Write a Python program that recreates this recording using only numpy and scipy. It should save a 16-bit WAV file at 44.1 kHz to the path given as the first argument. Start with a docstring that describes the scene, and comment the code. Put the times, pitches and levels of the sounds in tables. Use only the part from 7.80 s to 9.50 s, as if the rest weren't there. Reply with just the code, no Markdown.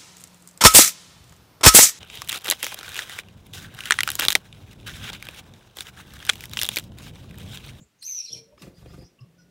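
"""Finches in a small indoor aviary

One close bird gives a long, hoarse, two-voiced call (jittered tones frayed by noise, plus hiss) and takes off;
its wingbeats are puffs of air with swishes of filtered noise. Other finches peep farther away as short glides,
with soft low tones, a faint nasal call and dry snaps. Perches bump, shuffle and hum over a noise floor.
Bare walls return quick reflections and a decaying noise tail."""
import sys
import numpy as np
from scipy import signal
from scipy.fft import rfft, irfft
from scipy.io import wavfile
from scipy.ndimage import uniform_filter1d

SR = 44100
rng = np.random.default_rng(int(sys.argv[2]) if len(sys.argv) > 2 else 0)


def output_pcm(signal):
    """Save a mono or channel-first signal as 16-bit PCM at the path in sys.argv[1].

    Samples are clipped to [-1, 1] before scaling.
    """
    pcm = np.clip(np.atleast_2d(signal).T, -1, 1) * 32767
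    wavfile.write(sys.argv[1], SR, np.round(pcm).astype(np.int16))


N = 74970
T = np.arange(N) / SR  # s

# noise colour of snaps and brushing feathers: (frequency [Hz], level [dB])
SNAP_SPECTRUM = [(200, -14.5), (1200, 2.5), (2700, 7), (5500, 2.5), (16000, -7.5)]

JITTER_HZ, FRAY_HZ = 330, 320  # rate of pitch wobble, half width of the hoarse band
WING_ROOM_DB = -12.5  # tail relative to direct sound, wings and snaps


def amp(db):
    """Decibels to gain."""
    return 10 ** (np.asarray(db) / 20)


def unit(x):
    """Scales to rms 1."""
    return x / np.sqrt(np.mean(x ** 2) + 1e-20)


def read(points, hz):
    """Reads a spectrum on a log-frequency axis."""
    f, value = np.transpose(points)
    return np.interp(np.log(hz + 1), np.log(f + 1), value)


def level(points):
    """Gain over time from rows that start with a time and end with a level; silent outside."""
    rows = np.array(points)
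    return amp(np.interp(T, rows[:, 0], rows[:, -1], left=-140, right=-140))


def add(mix, s, sound):
    """Mixes a sound in at a time, cut at the end of the mix."""
    part = mix[max(round(s * SR), 0):][:len(sound)]
    part += sound[:len(part)]


def noise(points, tilt_db=0):
    """Coloured noise, rms 1, tilted in dB per octave above 300 Hz."""
    hz = np.fft.rfftfreq(N, 1 / SR)
    gain_db = read(points, hz) + tilt_db * np.log2(np.maximum(hz, 300))
    return unit(irfft(rfft(rng.standard_normal(N)) * amp(gain_db), N))


def wander(rate_hz):
    """Smooth chance, rms 1, up to a rate."""
    hz = np.fft.rfftfreq(N, 1 / SR)
    return unit(irfft(rfft(rng.standard_normal(N)) / (1 + (hz / rate_hz) ** 4), N))


def patchy(x, depth_db, size=256):
    """Breaks a noise into brief flecks, each at its own pitch, by random gains over time and frequency."""
    patch_s, patch_hz = .008, 550
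    overlap = size * 3 // 4
    hz, t, z = signal.stft(x, SR, nperseg=size, noverlap=overlap)
    flecks = uniform_filter1d(rng.standard_normal(z.shape), round(patch_hz / hz[1]), axis=0)
    flecks = unit(uniform_filter1d(flecks, round(patch_s / t[1]), axis=1))
    flecked = signal.istft(z * amp(depth_db * flecks), SR, nperseg=size, noverlap=overlap)[1]
    return unit(flecked[:N])


def near_walls(x, count=10):
    """Adds a few quick reflections from the closest walls, of random delay and sign."""
    latest_s, early_db = .01, -6
    taps = np.zeros(SR // 10)
    delays = (rng.uniform(.1, 1, count) * latest_s * SR).astype(int)
    taps[delays] = rng.choice([-1, 1], count) / np.sqrt(count)
    return x + amp(early_db) * signal.fftconvolve(x, taps)[:N]


def room(x, wet_db):
    """Adds a dense noise tail from the walls, with a decay time set by frequency."""
    # wall reverberation: (frequency [Hz], t60 [s])
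    decay_times = [(100, 0.12), (500, 0.64), (2500, 0.29), (9000, 0.25)]
    hz, t, z = signal.stft(rng.standard_normal(SR // 2), SR, nperseg=256)
    decay = amp(-60 * t / read(decay_times, hz)[:, None])
    tail = signal.istft(z * decay, SR, nperseg=256)[1]
    tail[:SR // 250] = 0  # tail starts after 4 ms
    wet = signal.fftconvolve(x, tail / np.linalg.norm(tail))[:N]
    return (x + amp(wet_db) * wet) / np.hypot(1, amp(wet_db))


def notes(rows, jitter, rate_hz):
    """Short gliding tones that swell and fade, with pitch jitter as a share of pitch."""
    out = np.zeros(N)
    for start, length, from_hz, to_hz, db in rows:
        u = np.linspace(0, 1, int(length * SR))
        hz = from_hz * (to_hz / from_hz) ** u * (1 + jitter * wander(rate_hz)[:len(u)])
        swell = abs(np.sin(np.pi * u)) ** 0.33
        add(out, start, amp(db) * unit(swell * np.sin(2 * np.pi * np.cumsum(hz) / SR)))
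    return out


def still_air():
    """Steady coloured noise of the room."""
    # noise colour: (frequency [Hz], level [dB])
    spectrum = [(25, -16), (152, -2.5), (495, -12.5), (895, -13.5), (2560, -13.5), (15500, -27.5)]
    return amp(-69) * noise(spectrum)


def perch():
    """Low shuffling noise, dull gliding bumps and the unsteady hum of a shaken perch."""
    # hum: (time [s], level [dB])
    hum_level = [(.9, -66), (1.02, -52.5), (1.25, -54.5), (1.35, -84), (1.5, -68), (1.62, -59), (1.7, -64)]
    # bumps: (time [s], length [s], start [Hz], end [Hz], level [dB])
    bump_notes = [(.012, 0.02, 264, 85, -48), (.025, 0.055, 81.4, 60.5, -66), (.505, 0.13, 131.3, 120, -56),
                  (.725, .05, 70, 58, -65), (1.41, .038, 127, 128, -44), (1.452, 0.057, 178, 168, -56)]
    # shuffling: (time [s], level [dB])
    shuffle_level = [(0, -54), (.04, -68.5), (.1, -81.5), (.492, -75.5), (.507, -57.5), (.575, -52.5),
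                     (.64, -64), (.76, -64), (.86, -53.5), (1.25, -79), (1.33, -66), (1.7, -62)]
    # shuffling colour: (frequency [Hz], level [dB])
    shuffle_spectrum = [(60, -8.5), (130, -3), (360, -10.5), (570, -12.5), (780, -22.5), (1400, -45.5),
                        (4000, -40)]
    hum_hz = 172.9 * (1 + 0.015 * wander(23))
    hum = level(hum_level) * unit(np.sin(2 * np.pi * np.cumsum(hum_hz) / SR))
    bumps = notes(bump_notes, jitter=.04, rate_hz=70)
    return level(shuffle_level) * noise(shuffle_spectrum) + bumps + hum


def low_tones():
    """Soft low gliding tones in the room."""
    # (time [s], length [s], start [Hz], end [Hz], level [dB])
    tones = [(0, 0.082, 428, 422, -71.5), (.495, 0.17, 477, 446.7, -60.5), (.558, 0.024, 930, 944, -70),
             (.67, 0.087, 552.8, 582, -63.5), (.714, 0.031, 591, 585, -55.5),
             (.724, 0.015, 890, 960, -67.5), (1.385, 0.07, 1123, 1098, -68)]
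    return room(notes(tones, jitter=.028, rate_hz=130), wet_db=-11)


def nasal_call():
    """Faint nasal call: a stack of partials gliding together."""
    # (time [s], length [s], start [Hz], end [Hz])
    start, length, from_hz, to_hz = (1.58, 0.0494, 1490, 1430)
    # partials: (multiple of the pitch, level [dB])
    partials = [(1, -69.5), (3, -78.5), (3.5, -70.5), (4, -69)]
    rows = [(start, length, k * from_hz, k * to_hz, db) for k, db in partials]
    return notes(rows, jitter=.02, rate_hz=JITTER_HZ)


def other_finches():
    """Peeps as jittered glides, with the nasal call, returned by the walls."""
    # peeps: (time [s], length [s], start [Hz], end [Hz], level [dB])
    peeps = [(0, 0.046, 6830, 7460, -62), (.187, 0.036, 6230, 6500, -65.5), (.78, 0.043, 5000, 5500, -63.5),
             (.94, 0.062, 4800, 4850, -66), (1.07, 0.077, 4700, 5400, -65.5),
             (1.18, 0.098, 4830, 5100, -63.5), (1.243, 0.033, 5500, 5900, -62),
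             (1.389, 0.0073, 2830, 2780, -57.5), (1.405, 0.012, 5200, 5190, -61.5)]
    calls = notes(peeps, jitter=.04, rate_hz=700) + nasal_call()
    return room(near_walls(calls), wet_db=-7)


def snaps():
    """Claw, beak and wing-tip snaps: noise with a short rise and exponential decay."""
    # (time [s], level [dB], decay [s], brightness [dB per octave])
    events = [(0.2255, -41.5, 0.0039, 4.5), (0.776, -48.5, 0.0039, -8.5), (0.8182, -41, 0.0045, 1),
              (1.057, -52, 0.0058, -6.5), (1.103, -56, 0.0049, -6), (1.141, -54.5, 0.00099, -3)]
    rise_s = 0.0032
    out = np.zeros(N)
    for s, db, decay_s, tilt_db in events:
        t = np.maximum(T - s, 0)
        rise = np.minimum(t / rise_s, 1)
        decay = np.exp(-np.maximum(t - rise_s, 0) / decay_s)
        out += amp(db) * rise * decay * noise(SNAP_SPECTRUM, tilt_db)
    return room(near_walls(out), WING_ROOM_DB)


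def puff(t, hz):
    """Air pushed and then drawn back by one wing stroke: a skewed cosine under a Gaussian."""
    width_s, skew_rad = 0.0027, 0.66
    return np.exp(-.5 * (t / width_s) ** 2) * np.cos(2 * np.pi * hz * t + skew_rad)


def wings():
    """Each beat is a downstroke and an upstroke of air with a swish of feathers; brushing runs alongside."""
    # wingbeats: (time [s], air puff level [dB], feather swish level [dB])
    beats = [(0.838, -53, -41.5), (0.863, -40.5, -57.5), (0.883, -44.5, -44.5), (0.923, -51, -53.5),
             (0.985, -42.5, -64), (1.029, -37.5, -48), (1.07, -36.5, -48), (1.111, -37.5, -48.5),
             (1.149, -38, -44), (1.192, -35.5, -44.5), (1.233, -40.5, -47)]
    # swish colour: (frequency [Hz], level [dB])
    swish_spectrum = [(30, -7.5), (200, 9.5), (400, 0.5), (620, -0.5), (900, -9.5), (3000, -21),
                      (6000, -28), (16000, -30.5)]
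    # feathers brushing: (time [s], level [dB])
    brush_level = [(.785, -66.5), (.835, -53.5), (.88, -64), (.93, -79), (.99, -60.5), (1.04, -67.5),
                   (1.15, -60.5), (1.32, -78)]
    down_hz, up_hz, up_delay_s, up_db = 126, 63.6, 0.016, 0.5
    swish_lead_s, swish_decay_s, patchy_db = 0.0063, 0.0097, 4.5
    air, swish = np.zeros(N), np.zeros(N)
    for s, puff_db, swish_db in beats:
        downstroke = puff(T - s, down_hz)
        upstroke = amp(up_db) * puff(T - s - up_delay_s, up_hz)
        air += amp(puff_db) * (downstroke + upstroke)
        swish += amp(swish_db) * np.exp(-abs(T - s + swish_lead_s) / swish_decay_s)
    feathers = swish * patchy(noise(swish_spectrum), patchy_db)
    brushing = level(brush_level) * patchy(noise(SNAP_SPECTRUM), patchy_db)
    return air + room(near_walls(feathers + brushing), WING_ROOM_DB)


def voice(points, jitter, hoarse, octave=0):
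    """Syrinx whistle, perhaps with its octave, that frays into a band of noise when hoarse."""
    shimmer_db, flutter_hz = 5, 150
    s, pitch_hz, _ = np.transpose(points)
    hz = np.interp(T, s, pitch_hz) * (1 + jitter * wander(JITTER_HZ))
    turn = np.exp(2j * np.pi * np.cumsum(hz) / SR)
    fray = np.sqrt(1 - hoarse) + np.sqrt(hoarse / 2) * (wander(FRAY_HZ) + 1j * wander(FRAY_HZ))
    flutter = unit(amp(shimmer_db * np.tanh(wander(flutter_hz))))
    return level(points) * flutter * np.sqrt(2) * (fray * (turn + octave * turn ** 2)).imag


def call():
    """Close finch: two voices and flecked hiss; the undertone throws sidebands off the upper voice."""
    # upper voice: (time [s], pitch [Hz], level [dB])
    upper_points = [(.212, 4645, -65), (.228, 4000, -41.5), (.237, 5000, -43), (.247, 6050, -40),
                    (.27, 6150, -31.5), (.285, 6513, -36), (.308, 6143, -35), (.335, 5950, -36.5),
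                    (.362, 5980, -33.5), (.392, 5750, -29.5), (.412, 5550, -38), (.44, 5450, -51),
                    (.45, 5570, -31.5), (.46, 5400, -48), (.52, 5350, -44), (.531, 5680, -36),
                    (.55, 5620, -40), (.557, 5520, -43), (.592, 5400, -49)]
    # upper voice hoarseness: (time [s], share of noise [0-1])
    hoarse_points = [(.24, .45), (.265, .06), (.385, .14), (.41, .55), (.435, .65), (.45, .03), (.468, .85),
                     (.52, .75), (.54, .12), (.58, .65)]
    # upper voice octave, brightest as the beak snaps open: (time [s], relative level [dB])
    octave_points = [(.233, -2.5), (.262, -19), (.31, -13), (.37, -27.5), (.55, -21.5)]
    # lower voice, in short patches as the call ends: (time [s], length [s], start [Hz], end [Hz], level [dB])
    lower_notes = [(.455, 0.023, 5100, 4000, -47), (.474, 0.025, 4063, 4250, -43.5),
                   (.498, .04, 3240, 3647, -51), (.53, .022, 3240, 3020, -49.5),
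                   (.55, 0.029, 2630, 2158, -57.5), (.572, 0.0086, 4185, 4260, -47)]
    # faint undertone: (time [s], pitch [Hz], level [dB])
    under_points = [(.262, 2750, -70), (.283, 2420, -54), (.32, 2062, -68.5), (.36, 2750, -63.5),
                    (.415, 2540, -55), (.435, 2640, -68.5), (.495, 2393, -62)]
    # hiss colour: (frequency [Hz], density [dB per Hz])
    rasp_spectrum = [(1300, -55), (2000, -29), (2600, -4.5), (3300, -6), (4100, 3.5), (5500, -1),
                     (7200, -7), (8700, -6.5), (16000, -26)]
    # hiss: (time [s], level [dB])
    rasp_level = [(.215, -63), (.24, -58), (.32, -54.5), (.44, -54.5), (.5, -56.5), (.578, -53),
                  (.596, -61)]
    lower_shimmer_db, coupling_db = 5.5, -24

    hoarse = np.interp(T, *np.transpose(hoarse_points))
    octave = amp(np.interp(T, *np.transpose(octave_points)))
    upper = voice(upper_points, .016, hoarse, octave)
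    shimmer = unit(amp(lower_shimmer_db * np.tanh(wander(FRAY_HZ))))
    lower = notes(lower_notes, jitter=.03, rate_hz=JITTER_HZ) * shimmer
    under = voice(under_points, jitter=.04, hoarse=.2)
    sidebands = amp(coupling_db) * upper * under / abs(under).max()
    rasp = level(rasp_level) * patchy(noise(rasp_spectrum), depth_db=3.5)
    return room(near_walls(upper + lower + under + sidebands + rasp), wet_db=-7)


def scene():
    """All the birds over the still air of the room."""
    background = still_air() + perch() + low_tones() + other_finches()
    return (background + snaps() + wings() + call())[None]


def record(dry):
    """The microphone drops the deepest bass; then the band limit."""
    bass_cut_hz, band_limit_hz = 38, 15800
    hz = np.fft.rfftfreq(2 * N, 1 / SR)
    bass_cut = 1 - 1 / (1 + (hz / bass_cut_hz) ** 6)
    thin = irfft(rfft(dry, 2 * N) * bass_cut)[:, :N]
    lowpass = signal.firwin(511, band_limit_hz, window=("kaiser", 9), fs=SR)
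    return signal.oaconvolve(thin, lowpass[None], "same")


dry = scene()
out = record(dry)
output_pcm(out)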